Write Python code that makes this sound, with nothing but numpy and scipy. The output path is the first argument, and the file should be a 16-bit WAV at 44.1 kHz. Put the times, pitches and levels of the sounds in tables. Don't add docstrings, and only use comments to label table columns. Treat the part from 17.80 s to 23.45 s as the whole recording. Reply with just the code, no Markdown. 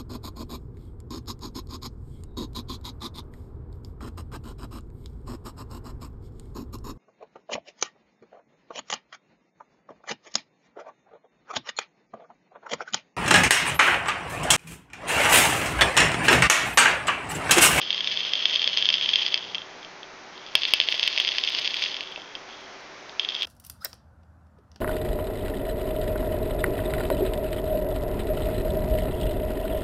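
import sys
import numpy as np
from scipy import signal
from scipy.fft import rfft, irfft
from scipy.io import wavfile
from scipy.ndimage import uniform_filter1d, map_coordinates

SR = 44100
rng = np.random.default_rng(int(sys.argv[2]) if len(sys.argv) > 2 else 0)


def persist_wave(psi):
    counts = np.round(np.clip(psi, -1, 1) * 32767).astype(np.int16)
    wavfile.write(sys.argv[1], SR, np.atleast_2d(counts).T)


def how_loud(loudness_db):
    steps = np.asarray(loudness_db, float) / 20
    return 10 ** steps


N = 249341
TIME = np.arange(N) / SR


def unit(x):
    return x / np.sqrt(np.mean(x ** 2))


def walk(rate_hz):
    hold = int(SR / rate_hz)
    steps = rng.standard_normal(N // hold + 1)
    return uniform_filter1d(np.repeat(steps, hold), hold)[:N]


def swing(hz, cycles, t):
    return np.sin(2 * np.pi * hz * t) * np.exp(-t * hz / cycles)


# (frequency [Hz], level [dB per Hz])
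FAN = [(20, -16), (95, -16), (340, -6), (620, -3.5), (2200, -6.5), (2800, -12), (6000, -15.5),
       (8490, -25.5)]


def fan(level_db=-44):
    hz, shape_db = np.transpose(FAN)
    bins_hz = np.maximum(np.arange(N // 2 + 1) * SR / N, 1)
    gain = how_loud(np.interp(np.log(bins_hz), np.log(hz), shape_db))
    air = irfft(rfft(rng.standard_normal(N)) * gain, N)
    return how_loud(level_db + 0.26 * walk(2.4)) * unit(air)


# (frequency [Hz], level [dB], share of the motor load followed [0-1])
HUM = [(123, -65, .8), (186, -58, .95), (247, -66, .8), (306, -66, .1), (381, -59, .02)]
# (time [s], level [dB])
MOTOR = [
    (0, -1.5),
    (.42, -3),
    (.55, -12),
    (.8, -8),
    (.88, -2),
    (1.85, -3.5),
    (1.95, -13),
    (2.62, -7),
    (2.72, -28),
]


def hum(sag_share_per_s=.018, waver_share=.003):
    load_db = np.interp(TIME, *np.transpose(MOTOR))
    out = np.zeros(N)
    for hz, level_db, share in HUM:
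        line_db = level_db + share * load_db + 1.5 * walk(4.5)
        speed = 1 - share * sag_share_per_s * TIME + waver_share * walk(3)
        out += how_loud(line_db) * np.sin(2 * np.pi * np.cumsum(hz * speed) / SR)
    return np.sqrt(2) * out


# (time [s], peak [dB], pitch [Hz], ring [cycles])
THUMPS = [
    (0.533, -36, 563, 1.8),
    (0.872, -33, 597, 1.8),
    (2.751, -16, 1070, 1.2),
    (2.935, -30, 664, 0.81),
    (2.999, -35.5, 610, 2),
    (3.085, -31, 670, 1.9),
    (3.14, -28.5, 670, 2.5),
    (4.376, -26.5, 726, 1.4),
]


def thumps(lag_s=.0014, crack_db=-3.5, crack_hz=1250, crack_cycles=0.6, leak_hz=190):
    out, t = np.zeros(N + 900), np.arange(900) / SR
    for s, peak_db, hz, cycles in THUMPS:
        knock = swing(hz, cycles, t) + how_loud(crack_db) * swing(crack_hz, crack_cycles, t)
        i = int((s + lag_s) * SR)
        out[i:i + len(t)] += how_loud(peak_db) * knock
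    return signal.lfilter(*signal.butter(N=1, Wn=leak_hz, btype="high", fs=SR), out[:N])


# (frequency [Hz], width [Hz], level [dB])
TUBE = [(628, 110, -19.5), (1070, 230, -22.5), (1712, 82, -11.5), (2176, 400, -11), (2657, 136, -2.5),
        (3577, 138, -1), (4207, 750, -12.5), (4790, 1020, -12), (5160, 810, -26.5), (6295, 380, -22)]
# (frequency [Hz], width [Hz])
MAIN = (3183, 340)


def tube(main_db, widen, skirt=1.64):
    hz = np.arange(1025) * SR / 2048
    main_hz, main_width_hz = MAIN
    modes = list(TUBE) + [(main_hz, main_width_hz * widen, main_db)]
    power = sum(how_loud(db) ** 2 / (1 + (2 * (hz - f) / width) ** 2) ** skirt for f, width, db in modes)
    cepstrum = irfft(np.log(power) / 2)
    cepstrum[1:1024] *= 2
    cepstrum[1025:] = 0
    return irfft(np.exp(rfft(cepstrum)))[:900]


# (first [s], last [s])
FLOODED = (2.7, 4.25)


def through_tube(x, bodies):
    dry_body, wet_body = bodies
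    first, last = FLOODED
    flooded = (TIME > first) & (TIME < last)
    dry_ring = signal.fftconvolve(x * ~flooded, dry_body)
    wet_ring = signal.fftconvolve(x * flooded, wet_body)
    return (dry_ring + wet_ring)[:N]


# (start [s], release [s], full level [dB], cold start [dB below full])
BOILS = [
    (-.25, 1.427, -29.5, 7.5),
    (2.53, 2.75, -37.5, 16),
    (2.752, 4.034, -28.5, 2.5),
    (4.685, 4.715, -45, 4),
    (5.396, 5.9, -32, 9),
]


def boil_db(warm_up_s=0.46, cool_db_per_s=51.5):
    spells = []
    for start, end, full_db, cold_db in BOILS:
        heated_s = np.clip(TIME, start, end) - start
        warming_db = cold_db * np.exp(-heated_s / warm_up_s)
        cooling_db = cool_db_per_s * np.maximum(TIME - end, 0)
        spells.append(np.where(TIME < start, -120, full_db - warming_db - cooling_db))
    return np.max(spells, axis=0)


def sizzle(bodies, boil, per_second=2500., scatter_db=4.5, clump_db=2.0, surge_db=0.94, hiss=0.53):
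    fires = rng.random(N) < per_second / SR
    sign = np.sign(rng.standard_normal(N))
    size = np.minimum(rng.exponential(size=N), 3.5)
    grains = unit(fires * sign * how_loud(scatter_db * size)) + hiss * rng.standard_normal(N)
    grains = grains * how_loud(clump_db * walk(90) + surge_db * walk(18))
    return how_loud(boil) * unit(through_tube(grains, bodies))


def small_bubbles(boil, loud, count=230, over_db=12.0, scatter_db=3.5, hz=3250, dry_spread_hz=85,
                  wet_spread_hz=180, bright_db=-10, colour_db=3.0, lull_s=.012, lull_db=-6.5):
    s = (np.arange(count) + rng.random(count)) * (N - 1) / SR / count
    size, pitch, colour = np.clip(rng.standard_normal((count, 3)).T, -2, 2)
    wet = (s > min(FLOODED)) & (s < max(FLOODED))
    spread_hz = np.where(wet, wet_spread_hz, dry_spread_hz)
    lead_s = np.array(loud)[:, :1] - s
    held_db = lull_db * np.any((lead_s > 0) & (lead_s < lull_s), axis=0)
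    peak_db = boil[(s * SR).astype(int)] + held_db + over_db + scatter_db * size
    return list(zip(s, peak_db, hz + spread_hz * pitch, bright_db + colour_db * colour))


# (time [s], peak [dB], bubble pitch [Hz], brightness [dB])
FIRST_PULL = [(0.105, -6.5, 3370, -21.5), (0.1281, -10, 3340, -27), (0.1786, -11.5, 3320, -15),
              (0.2067, -12.5, 3290, -10), (0.2734, -9, 3560, -7), (0.4052, -12, 3360, -20.5),
              (0.535, -8.5, 3440, -0.5), (0.5538, -10, 3460, -19), (0.6552, -3, 3380, -7.5),
              (0.6969, -12.5, 3350, -21), (0.7586, -6, 3310, -19), (0.7947, -12, 3340, -18),
              (0.818, -10.5, 3320, -3.5), (0.8424, -9.5, 3340, -11), (0.8758, -6.5, 3310, -0.5),
              (0.9728, -10, 3250, 3.5), (0.9817, -9.5, 3280, -12), (1.0248, -7, 3250, -8.5),
              (1.0553, -7, 3270, -16), (1.0888, -3.5, 3260, -6), (1.1023, -7.5, 3063, -2.5),
              (1.1405, -4, 3170, -15.5), (1.1541, -13, 3300, -8), (1.2115, -12, 3200, -17),
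              (1.2452, -12.5, 3220, -16.5), (1.2595, -12.5, 3310, -7), (1.2905, -7.5, 3310, -7.5),
              (1.3343, -8, 3300, -10.5), (1.338, -9, 3350, -14), (1.3576, -4.5, 3340, -9)]
SECOND_PULL = [(2.753, 1, 3150, -4), (2.8188, -15, 3460, -7), (2.8336, -9.5, 3360, -9.5),
               (2.8523, -5, 3330, -25), (2.9367, 2, 2910, -6.5), (3.001, 0, 3410, -21.5),
               (3.0137, -7, 3270, -14), (3.0868, -4, 2990, -13), (3.124, -7.5, 3240, -9.5),
               (3.1428, -14.5, 3020, -6), (3.1955, -8.5, 3440, -6), (3.2296, -6, 3190, -7.5),
               (3.2371, -9.5, 3360, -9.5), (3.2768, -4, 3100, -12), (3.3767, -5, 2520, -9),
               (3.4, -6.5, 3180, -17), (3.4108, -15.5, 2960, -12), (3.4489, -9, 3210, -7),
               (3.4729, -12.5, 2960, -5), (3.478, -9.5, 3120, -13.5), (3.4892, -10, 3440, -5.5),
               (3.5836, -9, 2960, 1.5), (3.6374, -9.5, 3250, -6), (3.675, -11.5, 3180, -18),
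               (3.7489, -10, 2960, -7), (3.7835, -15, 3330, -19), (3.7873, -10.5, 3200, -4),
               (3.876, -8.5, 3190, -8), (3.9426, -12, 3200, -14), (4.022, -10.5, 2500, -24)]
THIRD_PULL = [(5.3961, -6, 3300, -11), (5.4484, -13, 3460, -10), (5.4884, -11.5, 3500, -24),
              (5.498, -22.5, 3300, -11), (5.5052, -20, 3340, -8.5), (5.521, -20, 3240, -10),
              (5.5453, -22, 3460, -7), (5.5502, -18, 3540, -2), (5.564, -19, 3270, -11),
              (5.5897, -25, 3280, -11), (5.6107, -19, 3370, -15), (5.6215, -9, 3450, -16),
              (5.6313, -13, 3280, -16.5), (5.6472, -21, 3280, -11)]
# (time [s], peak [dB], bubble pitch [Hz], brightness [dB])
STRAGGLERS = [(1.4637, -10.5, 3280, -2), (1.4798, -18.5, 3270, 1), (1.522, -16.5, 3280, -18),
              (1.5423, -6.5, 3320, 1), (1.5572, -16, 3130, -17), (1.5763, -18.5, 3240, 2),
              (1.6414, -26, 3120, -2), (1.7468, -14, 3200, -9), (1.7527, -15.5, 3210, -9),
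              (1.7819, -19, 3280, -22), (1.8182, -25, 3180, -15), (2.0292, -31, 3360, -10),
              (2.0478, -26.5, 3150, -4), (2.231, -25.5, 3330, -14), (2.5778, -28.5, 4000, -25),
              (2.6643, -29.5, 3380, -1), (2.6867, -31, 3180, -8), (4.039, -12, 3410, -3),
              (4.06, -12.5, 2770, -18), (4.1161, -21, 3280, -12), (4.1435, -15, 3380, -12),
              (4.1672, -16.5, 3150, -6), (4.2077, -15, 2920, -4), (4.2294, -23, 2840, -12),
              (4.273, -28, 3320, -2), (4.3601, -19, 2690, -25), (4.4187, -31, 3380, -6),
              (4.5523, -20, 3210, -5), (4.5576, -31, 2740, -8), (5.295, -28.5, 3820, -4)]


def pops(bodies, boil, dry_cycles=2.13, wet_cycles=0.9, spray_db=-11, snap_hz=4900, snap_cycles=1.45):
    out, t = np.zeros(N + 600), np.arange(600) / SR
    loud = [*FIRST_PULL, *SECOND_PULL, *THIRD_PULL, *STRAGGLERS]
    spray_fade = np.exp(-t / .002)
    snap = swing(snap_hz, snap_cycles, t)
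    for s, peak_db, hz, bright_db in loud + small_bubbles(boil, loud):
        wet = int(min(FLOODED) < s < max(FLOODED))
        spray = how_loud(spray_db) * rng.standard_normal(len(t)) * spray_fade
        bubble = swing(hz, [dry_cycles, wet_cycles][wet], t) + spray

        def to_peak(v):
            return v / np.abs(np.convolve(v[:200], bodies[wet][:200])).max()

        i = int(s * SR)
        out[i:i + len(t)] += how_loud(peak_db) * (to_peak(bubble) + how_loud(bright_db) * to_peak(snap))
    return through_tube(out[:N], bodies)


def desk(x, echo_s=0.0021055, echo_db=-9, tail_db=-14, t60_s=0.13):
    t = np.arange(int(.3 * SR)) / SR
    tail = rng.standard_normal(len(t)) * np.exp(-np.log(1000) * t / t60_s) * (t > echo_s)
    response = how_loud(tail_db) * tail / np.sqrt(np.sum(tail ** 2))
    response[0] += 1
    response[int(echo_s * SR)] += how_loud(echo_db)
    return signal.fftconvolve(x, response)[:N]


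def scene():
    boil = boil_db()
    flooded = tube(main_db=-3, widen=1.12)
    crackle = pops((tube(main_db=-2.2, widen=0.58), flooded), boil)
    bed = sizzle((tube(main_db=3.0, widen=0.94), flooded), boil)
    room = fan() + hum()
    return (desk(crackle + bed + thumps()) + room)[None]


# (first [s], last [s], period [s])
SLIPS = [(2.7577, 5.2366, .024749), (5.2573, 5.65, .02881)]
JUMPS = np.arange(2.7388, 5.3, .49956)


def clock_slip(x, slip_samples=0.89, jump_samples=0.99):
    drift = np.zeros(N)
    for first, last, period in SLIPS:
        drift += slip_samples * ((TIME - first) / period % 1) * (TIME >= first) * (TIME < last)
    for s in JUMPS:
        drift += jump_samples * (TIME >= s)
    return map_coordinates(x, [np.arange(N) + drift], order=5, mode="nearest")


def roll_off(x):
    return signal.sosfilt(signal.butter(12, 16000, fs=SR, output="sos"), x)


def record(dry, top_hz=6600, ceiling=1.0, hiss_db=-91):
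    dull = signal.sosfilt(signal.butter(14, top_hz, fs=SR, output="sos"), dry[0])
    sampled = clock_slip(np.clip(dull, -ceiling, ceiling))
    mix = sampled + how_loud(hiss_db) * rng.standard_normal(N)
    return roll_off(mix[None])


dry = scene()
out = record(dry)
persist_wave(out)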